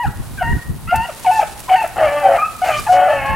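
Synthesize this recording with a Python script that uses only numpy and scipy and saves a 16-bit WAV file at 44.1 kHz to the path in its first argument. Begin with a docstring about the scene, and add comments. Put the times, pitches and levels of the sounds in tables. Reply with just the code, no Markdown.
"""A brushy field, where two hounds give tongue on a trail. One yelps in quick time, its voice breaking
between a low and a high register; the other joins with two long, hoarse bawls. Both are harmonics on an
unsteady pitch plus chopped noise. The brush scatters a short echo and a line of trees answers later.
Close by, dry grass rustles, crackles and snaps, and wind bumps the microphone: all coloured noise.
A steady hiss and a thin electronic whine lie beneath."""
import sys
import numpy as np
from scipy import signal
from scipy.fft import rfft, irfft
from scipy.io import wavfile

SR = 44100
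rng = np.random.default_rng(int(sys.argv[2]) if len(sys.argv) > 2 else 0)


def output_pcm(signal):
    """Save a mono or channel-first signal as 16-bit PCM at the path in sys.argv[1].

    Samples are clipped to [-1, 1] before scaling.
    """
    pcm = np.clip(np.atleast_2d(signal).T, -1, 1) * 32767
    wavfile.write(sys.argv[1], SR, np.round(pcm).astype(np.int16))


N = 147735
T = np.arange(N) / SR


def from_db(db):
    """Decibels to amplitude."""
    return 10 ** (np.asarray(db) / 20)


def rms_one(x):
    """Scale to an rms of 1."""
    return x / np.sqrt(np.mean(x ** 2) + 1e-20)


def in_time(rows):
    """Columns of a curve at every sample; the first column is t/s."""
    s, *columns = np.transpose(rows)
    return [np.interp(T, s, c) for c in columns]


def at_hz(points, hz):
    """Gain of a spectrum at these frequencies, on a logarithmic frequency axis."""
    f, db = np.transpose(points)
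    return from_db(np.interp(np.log(hz + 1e-6), np.log(f), db))


def colour(x, spectrum):
    """Shape a noise by a spectrum; rms 1, so only the relative levels of the spectrum count."""
    size = x.shape[-1]
    gains = at_hz(spectrum, np.fft.rfftfreq(size, 1 / SR))
    return rms_one(irfft(rfft(x) * gains, size))


def drift(corner_hz):
    """Random wander of rms 1: noise through two equal one-pole lowpasses."""
    r = np.exp(-2 * np.pi * corner_hz / SR)
    noise = rng.standard_normal(N + SR // 2)  # the extra half second lets the filter settle
    return rms_one(signal.lfilter([1], [1, -2 * r, r * r], noise)[-N:])


def gate(start, end):
    """The voice opens and closes on straight ramps centred on start and end."""
    attack_s, release_s = 0.006, 0.0095
    opening = np.clip((T - start) / attack_s + 0.5, 0, 1)
    closing = np.clip((end - T) / release_s + 0.5, 0, 1)
    return opening * closing


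def spread(pair, alike):
    """Two unrelated signals as left and right of a given likeness (1 = mono)."""
    alike = np.clip(alike, 0, 1)
    middle = np.sqrt(1 + alike) * pair[0]
    side = np.sqrt(1 - alike) * pair[1] * np.array([[1], [-1]])
    return (middle + side) / np.sqrt(2)


def pan(x, db):
    """Raise the left and lower the right by db."""
    return x * from_db([[db], [-db]])


def voice(notes, throat, jitter, shimmer, fray, first_db, second_db, upper_db, halves=None):
    """Harmonics on an unsteady pitch, the overtones frayed; alternating strong and weak cycles add
    lines between them. The _db arguments trim the note levels; jitter, shimmer and fray are rms depths."""
    out = np.zeros(N)
    wobble, flutter = 1 + jitter * drift(184), 1 + shimmer * drift(47)
    frayed = np.array([1 + fray * drift(43.4) for _ in range(9)]) / np.sqrt(1 + fray ** 2)
    slip = fray * 0.39 * drift(230)  # phase wander of the upper harmonics, radians per harmonic number
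    for i, note in enumerate(notes):
        opening = gate(note[0][0], note[-1][0])
        on = opening > 0
        hz, first, second, upper = [c[on] for c in in_time(note)]
        phase = 2 * np.pi * np.cumsum(hz * wobble[on]) / SR
        tone = from_db(first + first_db) * np.sin(phase)
        tone += from_db(second + second_db) * frayed[0, on] * np.sin(2 * phase)

        # Harmonics 3 to 10 share one level; the throat sets their balance
        k = np.arange(3, 11)[:, None]
        gains = at_hz(throat, k * hz)
        overtones = (gains * frayed[1:, on] * np.sin(k * (phase + slip[on]))).sum(0)
        tone += from_db(upper + upper_db) * overtones / np.sqrt((gains ** 2).sum(0))

        if halves:
            k = np.arange(6)[:, None] + 0.5  # lines halfway between the harmonics
            gains = at_hz(throat, k * hz) * from_db(-1.5 * k)
            lines = (gains * frayed[:len(k), on] * np.sin(k * phase)).sum(0)
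            tone += from_db(in_time(halves[i])[1][on] - 3) * lines
        out[on] += np.sqrt(2) * tone * (opening * flutter)[on]
    return out


def rasp(spectrum, pulse_hz):
    """Turbulent air, chopped by irregular cycles, rings in the throat."""
    phase = 2 * np.pi * np.cumsum(pulse_hz * (1 + 0.0997 * drift(56.5))) / SR
    return colour(rng.standard_normal(N) * (1 + np.cos(phase)), spectrum)


def yelping_hound():
    """Quick yelps: notes in two registers, gliding catches of the voice and harsh patches."""
    # One list per note, levels before trim: t/s, f/Hz, fundamental/dB, second harmonic/dB, upper harmonics/dB
    low_notes = [
        [(0.377, 813, -65, -31, -48), (0.403, 745.5, -73.5, -21.5, -38), (0.411, 734, -23.5, -20, -35),
         (0.421, 722, -13, -23, -39), (0.43, 685, -19, -18, -22)],
        [(0.873, 636, -64, -34, -36.5), (0.897, 700.4, -64, -21.5, -36), (0.915, 693.4, -31, -16.5, -26),
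         (0.929, 718, -6.5, -28, -37), (0.944, 725, -19, -21, -33)],
        [(1.263, 742, -23, -41, -27), (1.269, 759, -12, -39, -33), (1.281, 723, -9.5, -38, -28),
         (1.303, 736, -7, -24.5, -36), (1.313, 740, -17, -40, -30)],
        [(1.697, 756, -20, -44, -22), (1.709, 751, -14, -42, -40), (1.719, 744, -8, -41, -29),
         (1.731, 750.5, -13, -38, -23.5), (1.741, 729, -11, -29, -26), (1.753, 762, -6.5, -26.5, -29),
         (1.76, 725, -21, -28, -16)],
        [(2.23, 776, -22, -29, -35), (2.262, 770.4, -5.5, -38, -34), (2.284, 761, -17, -26, -44),
         (2.296, 695, -10, -36, -46), (2.316, 658.4, -18.5, -25, -42), (2.348, 677.0, -15, -33, -52),
         (2.364, 745, -15.5, -51, -41), (2.38, 687.4, -36, -20, -32)],
        [(2.613, 755, -46, -44, -85), (2.621, 735, -15.5, -26, -36), (2.641, 734.3, -13.5, -48.5, -28.5),
         (2.671, 711.4, -36, -39, -31), (2.693, 656.6, -15, -18.5, -29), (2.735, 596, -33, -26, -26),
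         (2.761, 602, -25, -24, -22.5), (2.8, 593, -70, -19.5, -30)],
        [(2.88, 716.5, -27, -38, -44), (2.904, 723, -7.5, -25.5, -42), (2.936, 733, -10, -38, -30.5),
         (3.024, 731, -13, -24.5, -33), (3.07, 758, -14.5, -38, -44), (3.09, 582, -16, -26, -36),
         (3.118, 631, -14.5, -40, -31), (3.14, 650, -25, -20, -39)],
    ]
    high_notes = [
        [(0.0, 954, -15, -27, -33), (0.012, 959, -17, -23, -37), (0.028, 966, -21, -24, -35),
         (0.046, 822, -15, -31, -31), (0.054, 809, -10.5, -25, -38), (0.06, 880, -28, -36, -33),
         (0.068, 964, -23, -32, -50)],
        [(0.428, 926, -15, -25, -40), (0.434, 931, -22, -26.5, -31), (0.486, 931, -22.5, -17, -33.5),
         (0.502, 942, -23, -24.5, -39), (0.516, 946, -28, -19, -38), (0.528, 949.9, -23.5, -29, -29),
         (0.532, 944, -47, -8.5, -42)],
        [(0.942, 876, -8, -38, -34), (0.95, 885, -13.5, -26, -25), (0.974, 899.4, -16.5, -28, -22),
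         (1.004, 898, -15.5, -26, -26), (1.034, 930, -18.5, -29, -26), (1.054, 974, -27, -23, -31),
         (1.06, 923, -51, -46, -19)],
        [(1.312, 883, -7.5, -40, -20), (1.32, 866, -9.5, -28, -25), (1.346, 893, -16.5, -26, -27.5),
         (1.376, 882, -11.5, -22.5, -24.5), (1.388, 858.5, -12.5, -38, -28), (1.398, 836, -0.5, -40, -35),
         (1.41, 914, -29, -40, -19)],
        [(1.758, 903.9, -21, -13.5, -17), (1.77, 927, -16.5, -19, -29), (1.784, 886, -18, -37, -19),
         (1.792, 886, -11, -34, -20.5), (1.808, 902, -22, -22, -21), (1.818, 882, -11.5, -51, -31),
         (1.832, 840, -19, -27, -15)],
        [(2.385, 1195, -12, -25, -45), (2.409, 1202, -20.5, -22, -61), (2.423, 1295, -14, -26, -48),
         (2.433, 1226, -7.5, -32, -52), (2.451, 1295, -17, -17, -54), (2.469, 1285, -21, -27, -79),
         (2.482, 1330, -43, -51, -49)],
        [(3.085, 848, -19, -26, -23), (3.133, 891.5, -23, -20.5, -31), (3.199, 865.1, -29, -24, -26),
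         (3.209, 858, -34, -48, -35), (3.273, 845, -23.5, -19, -30), (3.331, 875, -19, -39.5, -33),
         (3.35, 892, -18, -17, -34)],
    ]
    # Short glides as a yelp opens or closes: start t/s, length/s, first f/Hz, last f/Hz, level before trim/dB
    voice_catches = [(0.054,0.029,1520,1307,-29),(1.051,0.0082,860,660,-24),(1.086,0.018,711,600,-24.5),(1.248,0.02,930,853,-15.5),(1.41,.015,785,772,-16),(1.427,0.0106,726,625,-13),(1.683,0.0173,1014,903,-22.5),(1.838,0.012,784,626,-12.5),(2.867,0.018,863,912,-17)]
    # Moments when the yelp turns harsh: start t/s, length/s, rasp level/dB
    harsh_moments = [(0.429,0.012,-31),(0.926,0.036,-24),(1.267,0.069,-39),(1.39,0.044,-24.5),(1.689,0.068,-22),(1.81,0.057,-25),(2.358,0.066,-28),(2.643,0.082,-17.5)]
    # Throat resonances, and the colour of the rasp: f/Hz, relative level/dB
    throat = [(1500,-9),(2200,9),(2800,10),(3100,4.5),(3500,-35),(4200,-13),(4900,-9),(5600,-37),(6400,-14),(8000,-39),(11000,-60)]
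    rasp_colour = [(250,-26.5),(450,-14),(600,-5),(740,8.5),(1000,-14.5),(1350,-8.5),(1900,-12),(2500,-13.5),(3050,-27),(3500,-29.5),(4500,-43),(8000,-34)]

    low = voice(low_notes, throat, jitter=0.011, shimmer=0.12, fray=0.41,
                first_db=1.5, second_db=-1.5, upper_db=-1)
    high = voice(high_notes, throat, jitter=0.0076, shimmer=0.033, fray=0.23,
                 first_db=-2.5, second_db=-4, upper_db=-5.5)
    glides = [[(s, first_hz, db, db, db), (s + length, last_hz, db, db, db)]
              for s, length, first_hz, last_hz, db in voice_catches]
    catches = voice(glides, throat, jitter=0.052, shimmer=0.1, fray=1.0,
                    first_db=-1, second_db=-17, upper_db=-18.5)
    harsh = sum(from_db(db) * gate(s, s + length) for s, length, db in harsh_moments)
    return low + high + catches + harsh * rasp(rasp_colour, pulse_hz=350)


def bawling_hound():
    """A lower, held voice with half-pitch lines and much rasp."""
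    # One list per bawl, levels before trim: t/s, f/Hz, fundamental/dB, second harmonic/dB, upper harmonics/dB
    bawls = [
        [(1.965,721.4,-25,-31,-38),(1.99,666.8,-30,-31,-32.5),(2.015,638.6,-11.5,-36,-46),(2.045,618.4,-11,-25,-31),(2.08,570.8,-19.5,-30,-19.5),(2.15,584.5,-16.5,-27,-30.5),(2.205,589,-21.5,-24,-27),(2.27,555.8,-16,-35,-45),(2.315,554.4,-13,-39,-43),(2.35,545,-20,-42,-28),(2.375,528,-30,-43,-26)],
        [(2.925,533.3,-25,-30,-32),(2.955,571.5,-14,-34,-27),(3.0,569.5,-23.5,-31.5,-37),(3.055,578.8,-17.5,-31.5,-39),(3.1,571.5,-26,-32.5,-32),(3.16,565,-17,-33,-31),(3.205,543.4,-31,-34,-25.5),(3.26,545.4,-35,-25.5,-27.5),(3.3,542.2,-31.5,-21.5,-22.5),(3.35,542.5,-35,-20.5,-29)],
    ]
    # Hoarseness of each bawl: t/s, rasp level/dB, half-pitch lines before trim/dB
    hoarseness = [
        [(1.96,-25,-36),(1.99,-16,-49),(2.06,-17,-26),(2.1,-23.5,-26),(2.21,-33,-24),(2.28,-20,-21),(2.37,-16.5,-31),(2.41,-39,-48)],
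        [(2.92,-25,-27),(2.97,-19.5,-23.5),(3.07,-21,-28),(3.13,-23,-23.5),(3.21,-31,-26.5),(3.28,-30,-28),(3.35,-32,-29)],
    ]
    # Throat resonances, and the colour of the rasp: f/Hz, relative level/dB
    throat = [(280,-16),(450,32),(850,1.5),(1100,-11),(1400,-13),(1750,8),(1950,-12.5),(2200,9),(2500,-9),(2800,5),(3100,-8.5),(3500,-20),(4400,-18),(7000,-38)]
    rasp_colour = [(250,-22.5),(460,-13),(580,2),(800,6),(1000,-12.5),(1280,-6.5),(1550,-15),(1800,-8.5),(2300,-24),(3100,-21),(3500,-51),(4500,-57),(8000,-52)]

    tone = voice(bawls, throat, jitter=0.0056, shimmer=0.18, fray=0.33,
                 first_db=0.5, second_db=-1, upper_db=-4.5, halves=hoarseness)
    harsh = sum(from_db(in_time(h)[0]) * gate(h[0][0], h[-1][0]) for h in hoarseness)
    return tone + harsh * rasp(rasp_colour, pulse_hz=284.8)


def field(x):
    """Brush scatters a dying echo, and a line of trees sends back a later swell."""
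    # Colour of the echo: f/Hz, relative level/dB
    echo_colour = [(300,-19),(700,-8),(1000,-7),(1500,5),(2000,-0.5),(3000,-3),(6000,-60)]
    echo_db, t60_s, delay_s = -6.5, 0.41, 0.01
    late_db, late_s, late_width_s = -20.5, 0.17, 0.027  # the trees, relative to the brush's start

    t = T[:SR]
    brush = from_db(-60 * t / t60_s) * (t > delay_s)
    trees = from_db(late_db) * np.exp(-((t - late_s) / late_width_s) ** 2)
    tail = spread(colour(rng.standard_normal((2, SR)), echo_colour), alike=0.77) * (brush + trees)
    response = np.abs(rfft(tail))[:, 600:3000]  # unit gain over 600-3000 Hz: 1 Hz bins
    tail = tail / np.sqrt(np.mean(response ** 2))
    return from_db(echo_db) * signal.fftconvolve(x[None], tail, axes=1)[:, :N]


def grass():
    """Soft swishing, fine crackle of random clicks and a few snapping stalks."""
    # Rise and fall of the rustling: t/s, level before layer trim/dB
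    rustle = [(0.0, -48.5), (0.56, -46), (0.68, -48.5), (0.92, -49.5), (1.09, -44), (1.34, -40),
              (1.56, -44.5), (2.29, -43.5), (2.42, -44), (2.63, -43.5), (2.77, -39), (2.83, -38),
              (2.97, -46), (3.15, -46), (3.35, -49)]
    # Colour of the swish: f/Hz, relative level/dB
    swish_colour = [(200,9),(500,7),(1000,-1.5),(2000,1),(4000,0),(6000,-4),(8000,-1),(10000,-1),(12500,-10.5),(15500,-20)]
    # Stalks break: t/s, level before trim/dB
    stalk_snaps = [(0.958, -14.5), (1.1965, -24.5), (1.3364, -21.5), (1.5928, -23), (1.602, -20.5),
                   (1.8277, -25), (1.8755, -23.5), (2.5652, -28), (2.796, -19), (2.9225, -24)]
    crackle_colour = [(1000, -8), (4000, -4), (10000, -0.5), (15000, -11)]  # f/Hz, relative level/dB
    snap_colour = [(800, 5.5), (4000, -4), (11000, 5), (15000, -4)]
    crackles_per_s = 990  # at the mean rustle level; louder rustling is denser
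    snap_s, snap_trim_db, snap_rise_s = 0.0056, -6, 0.0013

    level_db, = in_time(rustle)
    swish = spread(colour(rng.standard_normal((2, N)), swish_colour), alike=0.27) * from_db(1.7 * drift(29))

    born = rng.random((2, N)) < crackles_per_s * from_db(level_db - level_db.mean()) / SR
    strength = from_db(1.85 * np.minimum(rng.exponential(1, (2, N)), 3))
    clicks = born * rng.standard_normal((2, N)) * strength
    crackle = spread(colour(clicks, crackle_colour), alike=1.0)

    bursts = np.zeros(N)
    for s, db in stalk_snaps:
        rise = np.clip((T - s) / snap_rise_s + 0.5, 0, 1)
        bursts += from_db(db + snap_trim_db) * rise * np.exp(-np.abs(T - s) / snap_s)
    snaps = bursts * spread(colour(rng.standard_normal((2, N)), snap_colour), alike=0.76)
    return from_db(level_db + 4.5) * swish + from_db(level_db - 1.5) * crackle + snaps


def brushing():
    """Short gritty strokes of dry stems: noise of rough level under bell-shaped swells."""
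    # Stems brush past: centre t/s, width/s, level/dB
    strokes = [(1.39,0.035,-37.5),(2.7,0.073,-38),(2.79,.02,-35.5),(2.93,0.04,-36)]
    stem_colour = [(1000, -19), (4200, 13), (7000, 11), (10000, -3), (15000, -23)]  # f/Hz, relative level/dB
    level = sum(from_db(db) * np.exp(-((T - s) / width) ** 2) for s, width, db in strokes)
    grit = rng.standard_normal((2, N)) * from_db(3.4 * drift(400))
    return level * spread(colour(grit, stem_colour), alike=1.0)


def wind():
    """Lumpy rumble as wind bumps the microphone ports."""
    # Rise and fall of the gusts: t/s, level before trim/dB
    gusts = [(0.0, -55), (0.08, -12), (0.13, -38.5), (0.21, -20.5), (0.23, -33.5), (0.33, -26.5),
             (0.37, -35), (0.53, -13.5), (0.57, -17), (0.61, -41), (0.64, -39.5), (0.7, -18), (0.81, -34.5),
             (0.89, -25), (0.91, -45), (0.93, -26), (0.99, -22.5), (1.1, -45.5), (1.49, -38), (1.88, -42),
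             (2.08, -31), (2.12, -42.5), (2.72, -40), (2.8, -27), (2.84, -35), (2.99, -35.5), (3.02, -37.5),
             (3.11, -40), (3.23, -30), (3.27, -32.5), (3.31, -20.5), (3.35, -26)]
    # Colour of the rumble: f/Hz, relative level/dB
    rumble_colour = [(12, -40), (20, -3.5), (113, 0.5), (167, -5.5), (198, -10), (235, -10.5), (271, -16.5),
                     (321, -17.5), (450, -27.5), (580, -43), (990, -120), (3000,-85)]
    level_db, = in_time(gusts)
    rumble = spread(colour(rng.standard_normal((2, N)), rumble_colour), alike=0.11)
    return from_db(level_db + 1.0 * drift(43) + 0.5) * rumble


def hiss():
    """Steady recorder hiss, nearly mono."""
    # Colour of the hiss: f/Hz, relative level/dB
    hiss_colour = [(200,2),(1000,13),(3000,-10),(6000,-23),(9000,-3),(11000,0.5),(15500,-6)]
    return from_db(-42.5) * spread(colour(rng.standard_normal((2, N)), hiss_colour), alike=0.91)


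def whine():
    """A thin, steady electronic whine: one very high sine."""
    whine_hz, peak_db = 15734, -62
    return from_db(peak_db) * np.sin(2 * np.pi * whine_hz * T)


def scene():
    """Hounds slightly left, their echo spread across both sides, grass slightly right, wind on both sides."""
    dogs = yelping_hound() + bawling_hound()
    close_by = grass() + brushing()
    return pan(dogs, 0.73) + field(dogs) + wind() + pan(close_by, -0.7)


def record(dry):
    """Faint hiss and whine are added, peaks are rounded, the top is cut."""
    cutoff_hz = 15850
    x = dry + hiss() + whine()
    x = x / (1 + x ** 8) ** (1 / 8)  # bends only near full scale
    lowpass = signal.ellip(12, 0.2, 80, cutoff_hz, fs=SR, output="sos")
    return signal.sosfilt(lowpass, x)


dry = scene()
out = record(dry)
output_pcm(out)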